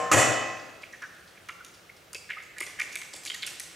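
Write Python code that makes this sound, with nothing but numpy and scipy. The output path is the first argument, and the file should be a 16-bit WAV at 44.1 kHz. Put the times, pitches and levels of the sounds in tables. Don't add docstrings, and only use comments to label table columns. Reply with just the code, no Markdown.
import sys
import numpy as np
from scipy import signal
from scipy.fft import rfft, irfft, next_fast_len
from scipy.io import wavfile

SR = 44100
rng = np.random.default_rng(int(sys.argv[2]) if len(sys.argv) > 2 else 0)


def wav_out(sig):
    wavfile.write(sys.argv[1], SR, np.round(np.clip(np.atleast_2d(sig).T, -1, 1) * 32767).astype(np.int16))


def voltage_ratio(level):
    return 10 ** (np.asarray(level, float) / 20)


N = 165375
LEAD = 22050
M = N + LEAD
SCENE_S = (np.arange(M) - LEAD) / SR
DECAY_S = np.arange(SR + SR // 2) / SR


def at_hz(points, hz, column=1):
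    points = np.array(points)
    return np.interp(np.log(hz), np.log(points[:, 0]), points[:, column])


def rms_one(x):
    return x / np.sqrt(np.mean(x ** 2) + 1e-20)


def add(out, s, piece):
    i = int(s * SR) + LEAD
    out[i:i + len(piece)] += piece[:M - i]


def ring(clicks, hz, t60):
    r = voltage_ratio(-60 / (t60 * SR))
    w = 2 * np.pi * hz / SR
    return signal.lfilter([0, np.sin(w)], [1, -2 * r * np.cos(w), r * r], clicks + 1e-18)


def body(x, peaks):
    return sum(voltage_ratio(db) * ring(x, hz, 3.8 / width) * np.sqrt(width / 1000) for hz, width, db in peaks)


def bands(size, shape, likeness):
    out = 0
    edges = 25 * 2 ** np.arange(0, 9.6, .5)
    white = rng.standard_normal((2, 2, size))
    for k, (low, high) in enumerate(zip(edges, edges[1:])):
        band = signal.butter(2, [low, high], "band", fs=SR, output="sos")
        mid, side = signal.sosfilt(band, white[k % 2])
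        hz = np.sqrt(low * high)
        alike = np.clip(at_hz(likeness, hz), 0, 1)
        stereo = np.sqrt(1 + alike) * mid + np.sqrt(1 - alike) * side * [[1], [-1]]
        out = out + shape(hz) * stereo
    return out


def wobble(t):
    depth_db, wobbles_per_s = 2, 26
    knots = np.arange(40) / wobbles_per_s
    return voltage_ratio(depth_db * np.interp(t, knots, rng.standard_normal(len(knots))))


# [f/Hz, level at first knock/dB, level at second knock/dB, t60/s]
STEEL_MODES = [(610.4, -11, -10, 0.9), (661, -7, -12, 1.1), (685, -30, -11.5, 1.4), (763.3, -4, -6.5, 1.33),
               (1057.6, -4, -11, 1.65), (1355, -25, -13, 1.1), (1877, -29, -3.5, 0.55),
               (1913, -36, -4.5, 0.73), (1974, -47, -4.5, 1.48), (2502, -16, -4, 0.8),
               (2600, -34, -17.5, 2.1), (3006, -17, -10.5, 1.12), (3530, -27, -17.5, 0.96),
               (4830, -42, -18, 0.55),
               (123.3, -19, -11, 0.86), (480, -1, -12, 0.74), (4393, -41, -12, .5), (5830, -40, -20, 0.54),
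               (5900, -38, -5, 0.52), (7300, -36, -6, .5), (2530, -21, -12.5, 2)]


def steel_ring(hit, k, level_db):
    swell_s = 0.023
    modes = 0
    for mode in STEEL_MODES:
        modes = modes + voltage_ratio(level_db + mode[1 + k]) * ring(hit, mode[0], mode[-1]) * wobble(DECAY_S)
    return modes * (1 - np.exp(-DECAY_S / swell_s))


def shell_thud(hit, level_db):
    return voltage_ratio(level_db) * ring(hit, hz=1270, t60=.04)


# [f/Hz, width/Hz, level/dB]
SIZZLE_PEAKS = [(7300, 910, -9), (6580, 2800, -8.5), (9500, 1300, -30), (2740, 2300, -10)]


def whisk_sizzle(level_db):
    t60_s = 0.15
    noise = rng.standard_normal(len(DECAY_S)) * voltage_ratio(-60 * DECAY_S / t60_s)
    return voltage_ratio(level_db - 16.5) * body(noise, SIZZLE_PEAKS)


# [f/Hz, width/Hz, level/dB]
COUNTER_PEAKS = [(138.5, 43, 5), (286, 100, -39), (724, 590, 10.5), (1300, 2100, 10), (1830, 440, 10)]


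def counter_thump(level_db):
    bloom_s, t60_s = 0.052, 0.14
    bloom = 1 - np.exp(-(DECAY_S / bloom_s) ** 2)
    noise = rng.standard_normal(len(DECAY_S)) * bloom * voltage_ratio(-60 * DECAY_S / t60_s)
    return voltage_ratio(level_db - 15.5) * body(noise, COUNTER_PEAKS)


# [t/s, bowl level/dB, shell thud level/dB, whisk sizzle level/dB, counter thump level/dB]
KNOCK_EVENTS = [
    (-.2, -23, -14.5, -11.5, -13),
    (0.1153, -20.5, -5, -2, -6.5),
]


def knocks():
    blows, bowl, thud = np.zeros(M), np.zeros(M), np.zeros(M)
    hit = (DECAY_S == 0) * 1.
    for k, (s, bowl_db, thud_db, sizzle_db, thump_db) in enumerate(KNOCK_EVENTS):
        add(bowl, s, steel_ring(hit, k, bowl_db))
        add(thud, s, shell_thud(hit, thud_db))
        add(blows, s, whisk_sizzle(sizzle_db) + counter_thump(thump_db))
    hand_db = np.interp(SCENE_S, [.58, .58 + 0.0064], [0, -7])
    return blows, bowl * voltage_ratio(hand_db), thud


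# [f/Hz, level/dB per Hz]
HISS_COLOUR = [(410, -18), (700, -22), (1280, -2.5), (1620, -12.5), (2190, -8), (9000, -20.5), (16000, -22)]
# [f/Hz, level/dB per Hz]
HUM_COLOUR = [(15, -42), (25, -21.5), (102, 4), (124, -4.5), (192, 1), (267, -11), (292, -1.5), (479, -1),
              (900, -5.5), (1170, -44), (1980, -120)]
# [f/Hz, likeness/0-1]
TONE_LIKENESS = [(60, .99), (200, .85), (1000, .22), (3000, .5), (8000, .6), (15000, .85)]


def room_tone():
    tone, pan_db = 0, -0.14
    for colour, level_db in ((HISS_COLOUR, -58.5), (HUM_COLOUR, -59.5)):
        noise = bands(M, lambda hz: voltage_ratio(at_hz(colour, hz)), TONE_LIKENESS)[:, LEAD:]
        tone = tone + voltage_ratio(level_db) * rms_one(noise)
    return tone * voltage_ratio(pan_db * np.array([[1], [-1]]))


# [t/s, level/dB]
FINGER_PRESSURE = [(0, -65), (1.2, -63.5), (2.1, -70.5), (2.55, -68), (2.62, -56), (2.76, -60),
                   (2.819, -52.5), (3.1, -61.5), (3.28, -56), (3.4, -58.5), (3.52, -53.5), (3.58, -58),
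                   (3.75, -57)]


def grit():
    grits_per_s = 1200
    s, db = np.transpose(FINGER_PRESSURE)
    strength = voltage_ratio(3.5 * np.minimum(rng.exponential(1, M), 3))
    clicks = (rng.random(M) < grits_per_s / SR) * strength * rng.choice([-1, 1], M)
    dealt = rng.integers(0, 10, M)
    crackle = 0
    for k, hz in enumerate(np.geomspace(1800, 9000, 10)):
        crackle = crackle + ring(clicks * (dealt == k), hz, 10 / hz) * (hz / 2000) ** 0.24
    return voltage_ratio(np.interp(SCENE_S, s, db)) * rms_one(crackle)


def cracks(rows, gain_db, cycles, wide_db, low_hz, high_hz):
    clicks_per_s, rise_s, first_click = 4000, .0006, .75
    spread = 0.053
    tick_span = 1.6
    out, size = np.zeros(M), 2048
    t = np.arange(size) / SR
    draws = rng.random((len(rows), 3, size))
    for (s, db, hz, length), (when, big, side) in zip(rows, draws):
        run = (when < clicks_per_s / SR) * big * (1 - np.exp(-t / rise_s))
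        clicks = (run + first_click * (t == 0)) * np.sign(side - .5) * np.exp(-(t / length) ** 2)
        tones = 0
        for k in (-1, 0, 1):
            uneven = clicks * (.5 + np.roll(big, k + 2))
            tones = tones + ring(uneven, hz * (1 + spread * k), cycles / hz) * voltage_ratio(-6 * abs(k))
        top_hz = np.clip(tick_span * hz, 1.5 * low_hz, high_hz)
        wide = signal.butter(2, [low_hz, top_hz], "band", fs=SR, output="sos")
        steep = signal.butter(4, min(hz, low_hz * 1.2) * 0.75, "high", fs=SR, output="sos")
        tick = voltage_ratio(wide_db) * 4 * signal.sosfilt(wide, clicks)
        piece = signal.sosfilt(steep, tones + tick)
        add(out, s, voltage_ratio(db + gain_db) * piece / np.abs(piece).max())
    return out


# [t/s, peak level/dB, f/Hz, length/s]
CRUNCH_EVENTS = [(0.833, -29, 2340, 0.0038), (0.93, -33.5, 1880, 0.019), (1.0165, -31, 1597, 0.031),
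                 (1.372, -41, 2210, 0.0061), (1.486, -33.5, 1300, 0.013), (1.6036, -41.5, 1420, 0.0058),
                 (1.8943, -37, 2200, 0.003), (2.13, -43.5, 1300, 0.0037), (2.1465, -30.5, 2520, 0.01),
                 (2.238, -46, 2250, 0.0038), (2.291, -34, 2020, 0.0091), (2.302, -23, 2120, 0.0043),
                 (2.312, -30, 2290, 0.004), (2.317, -30.5, 2670, 0.0024), (2.331, -29, 2070, 0.0047),
                 (2.345, -36, 2180, .004), (2.3656, -38.5, 1310, 0.0072), (2.3797, -32.5, 2100, 0.0067),
                 (2.4, -33, 2120, 0.005), (2.5034, -45, 2100, 0.0036), (2.5608, -38.5, 1840, 0.021),
                 (2.583, -32, 2160, 0.0037), (2.605, -24, 2160, 0.0065), (2.622, -28.5, 2210, 0.009),
                 (2.6665, -33, 2150, 0.0054), (2.788, -26.5, 2020, 0.0077), (2.798, -19, 2210, 0.0039),
                 (2.813, -20.5, 2230, 0.0052), (2.834, -36, 2200, .005), (2.943, -34, 2190, 0.0032),
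                 (2.9557, -21.5, 2230, 0.0031), (3.001, -51, 2100, 0.003), (3.016, -29.5, 2090, 0.0015),
                 (3.032, -48, 2080, 0.0022),
                 (3.127, -45, 1800, 0.0045),
    (3.1607, -45, 2120, 0.0069),
    (3.2564, -33, 2270, 0.0094),
    (3.285, -41, 3400, 0.0055),
    (3.312, -37, 2100, 0.0059),
    (3.341, -32.5, 2000, 0.0062),
    (3.4259, -31, 2150, 0.0094),
    (3.4294, -30.5, 2180, 0.0066),
    (3.4725, -26, 2470, 0.0036),
    (3.598, -35, 2030, 0.0038),
]
# [t/s, peak level/dB, f/Hz, length/s]
TAP_EVENTS = [
    (.1153, -8, 1300, 0.0031),
    (1.487, -31, 2100, 0.0065),
    (1.487, -31.5, 2810, 0.0076),
    (3.3, -20, 3200, 0.0027),
    (2.304, -30, 2820, 0.0073),
    (2.8, -40, 1440, 0.0057),
    (2.606, -36, 1200, 0.0033),
]


def crunches():
    rows = CRUNCH_EVENTS + TAP_EVENTS
    return cracks(rows, gain_db=-3.5, cycles=29, wide_db=-52, low_hz=1600, high_hz=3500)


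# [t/s, peak level/dB, f/Hz, length/s]
SNAP_EVENTS = [(.1153, -13, 6100, 0.0014), (0.82, -46, 5000, 0.0068), (0.928, -54, 5950, 0.004),
               (1.02, -43, 6000, 0.0052), (1.276, -44, 5000, 0.014), (1.487, -36, 6530, 0.0047),
               (1.6475, -34, 6700, 0.0026), (1.74, -44.5, 5540, 0.016), (1.965, -48.5, 5450, 0.014),
               (2.131, -30, 8100, 0.0035), (2.147, -26, 5340, 0.0019), (2.424, -45, 6760, 0.006),
               (2.434, -45, 7300, 0.0056), (2.5835, -26, 7840, 0.0017), (2.6045, -21, 8700, 0.003),
               (2.665, -33, 6000, 0.0041), (2.798, -24, 6630, 0.0028), (2.812, -32.5, 6300, 0.0089),
               (2.924, -34, 6460, 0.01), (2.9555, -19, 8890, 0.0012), (3.016, -31.5, 6630, 0.0026),
               (3.132, -37.5, 5640, 0.0045), (3.137, -35.5, 5000, 0.0052), (3.16, -33, 8000, 0.0068),
               (3.2357, -33, 7300, 0.0045), (3.251, -25.5, 7300, 0.0034), (3.26, -25.5, 7060, 0.007),
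               (3.273, -29, 4460, 0.0097), (3.3404, -33, 3940, 0.006), (3.345, -28.5, 6940, 0.005),
               (3.4217, -26.5, 4380, 0.0073), (3.4312, -23.5, 3540, 0.0017), (3.465, -22.5, 8400, 0.0043),
               (3.4737, -28, 6200, 0.0043), (3.598, -19.5, 9200, 0.0023)]


def snaps():
    return cracks(SNAP_EVENTS, gain_db=1.5, cycles=12.6, wide_db=3, low_hz=2260, high_hz=11400)


# [t/s, peak level/dB, f/Hz, length/s]
PING_EVENTS = [
    (.597, -43.5, 5000, .002),
    (.928, -41.5, 6060, 0.0017),
    (1.022, -42, 5900, 0.0029),
    (2.434, -48.5, 7300, 0.0032),
    (3.137, -32, 7840, 0.004),
    (3.15, -36, 7880, 0.0037),
    (3.602, -32, 5920, 0.0023),
]


def chip_pings():
    return cracks(PING_EVENTS, gain_db=1.5, cycles=90, wide_db=-24, low_hz=2420, high_hz=12000)


# [t/s, peak level/dB, f/Hz, length/s]
THUMP_EVENTS = [
    (2.147, -40.5, 480, 0.0035),
    (2.606, -39, 428, 0.004),
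    (2.668, -44, 520, 0.0023),
    (2.956, -52, 360, 0.0023),
    (3.137, -40, 610, .003),
]


def bowl_thumps():
    return cracks(THUMP_EVENTS, gain_db=-7, cycles=2.8, wide_db=-52, low_hz=302, high_hz=900)


# [delay t/s, level/dB, smear/s]
EARLY_ECHOES = [(.0043, -1, .0002), (.015, -9, .006), (.031, -12, .008)]


def early_echoes():
    t = DECAY_S[:SR // 10]
    soften = signal.butter(1, 16300, fs=SR)
    grain = signal.lfilter(*soften, rng.standard_normal(len(DECAY_S)))[:len(t)]
    early = (t == 0) * 1.
    for s, db, smear in EARLY_ECHOES:
        echo = grain * (t >= s) * np.exp(-np.abs(t - s) / smear)
        early += voltage_ratio(db) * echo / np.sqrt(np.sum(echo ** 2))
    return early


# [f/Hz, t60/s, level/dB]
KITCHEN_DECAY = [(78.5, 0.98, -2.5), (242, 1.21, -2.5), (720, 1.026, 7), (2160, 1.13, 0.5),
                 (5000, 1.003, 1), (8760, 0.47, 8), (14900, 0.53, -1.5)]
# [f/Hz, likeness/0-1]
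TAIL_LIKENESS = [(60, 0.9), (400, 0.68), (1500, 0.63), (5000, 0.78), (14000, 1)]


def diffuse_tail():
    room_db, rise_s = -1, .022

    def decay(hz):
        return voltage_ratio(at_hz(KITCHEN_DECAY, hz, column=2) - 60 * DECAY_S / at_hz(KITCHEN_DECAY, hz))

    tail = bands(len(DECAY_S), decay, TAIL_LIKENESS) * (1 - np.exp(-DECAY_S / rise_s))
    return voltage_ratio(room_db) * tail / np.sqrt(np.sum(tail ** 2) / 2)


def kitchen(x, small):
    small_wet_db = -2.5
    sent = x + voltage_ratio(small_wet_db) * small
    wet = signal.fftconvolve(sent[None], diffuse_tail(), axes=1)[:, LEAD:M]
    return wet + signal.fftconvolve(x + small, early_echoes())[LEAD:M]


# [f/Hz, left minus right level/dB]
PORT_TILT = [(60, 13), (190, 13), (350, 8), (700, 3), (1400, -1), (2800, -2.2), (11000, -.3)]


def ports(x):
    size = next_fast_len(N + 4096)
    hz = np.maximum(np.fft.rfftfreq(size, 1 / SR), 1)
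    tilt_db = at_hz(PORT_TILT, hz) / 2
    return irfft(rfft(x, size) * voltage_ratio(tilt_db * [[1], [-1]]), size)[:, :N]


def scene():
    bowl_wet_db, thud_wet_db, thud_dry_db = -12, -4.5, -1
    blows, bowl, thud = knocks()
    tone = room_tone()
    shell = grit() + crunches() + snaps() + chip_pings() + bowl_thumps()
    struck = blows + voltage_ratio(bowl_wet_db) * bowl + voltage_ratio(thud_wet_db) * thud
    unechoed = (bowl + voltage_ratio(thud_dry_db) * thud)[LEAD:]
    close = kitchen(struck, shell) + unechoed
    mic = signal.butter(3, [128, 13400], "band", fs=SR, output="sos")
    return ports(signal.sosfilt(mic, close)) + tone


def low_pass(x):
    return signal.sosfilt(signal.butter(12, 16510, fs=SR, output="sos"), x)


def record(dry):
    limit_db, release_db_per_s, attack_s = -7, 217, 0.00044
    slope = release_db_per_s * np.arange(N) / SR
    peak_db = 20 * np.log10(np.abs(dry).max(axis=0) + 1e-9)
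    over = np.maximum(peak_db - limit_db, 0)
    cut_db = np.maximum.accumulate(over + slope) - slope
    r = np.exp(-1 / (attack_s * SR))
    cut_db = signal.lfilter([1 - r], [1, -r], np.roll(cut_db, -64))
    top = signal.cheby2(12, 50, 16400, fs=SR, output="sos")
    return low_pass(signal.sosfilt(top, dry * voltage_ratio(-cut_db)))


dry = scene()
out = record(dry)
wav_out(out)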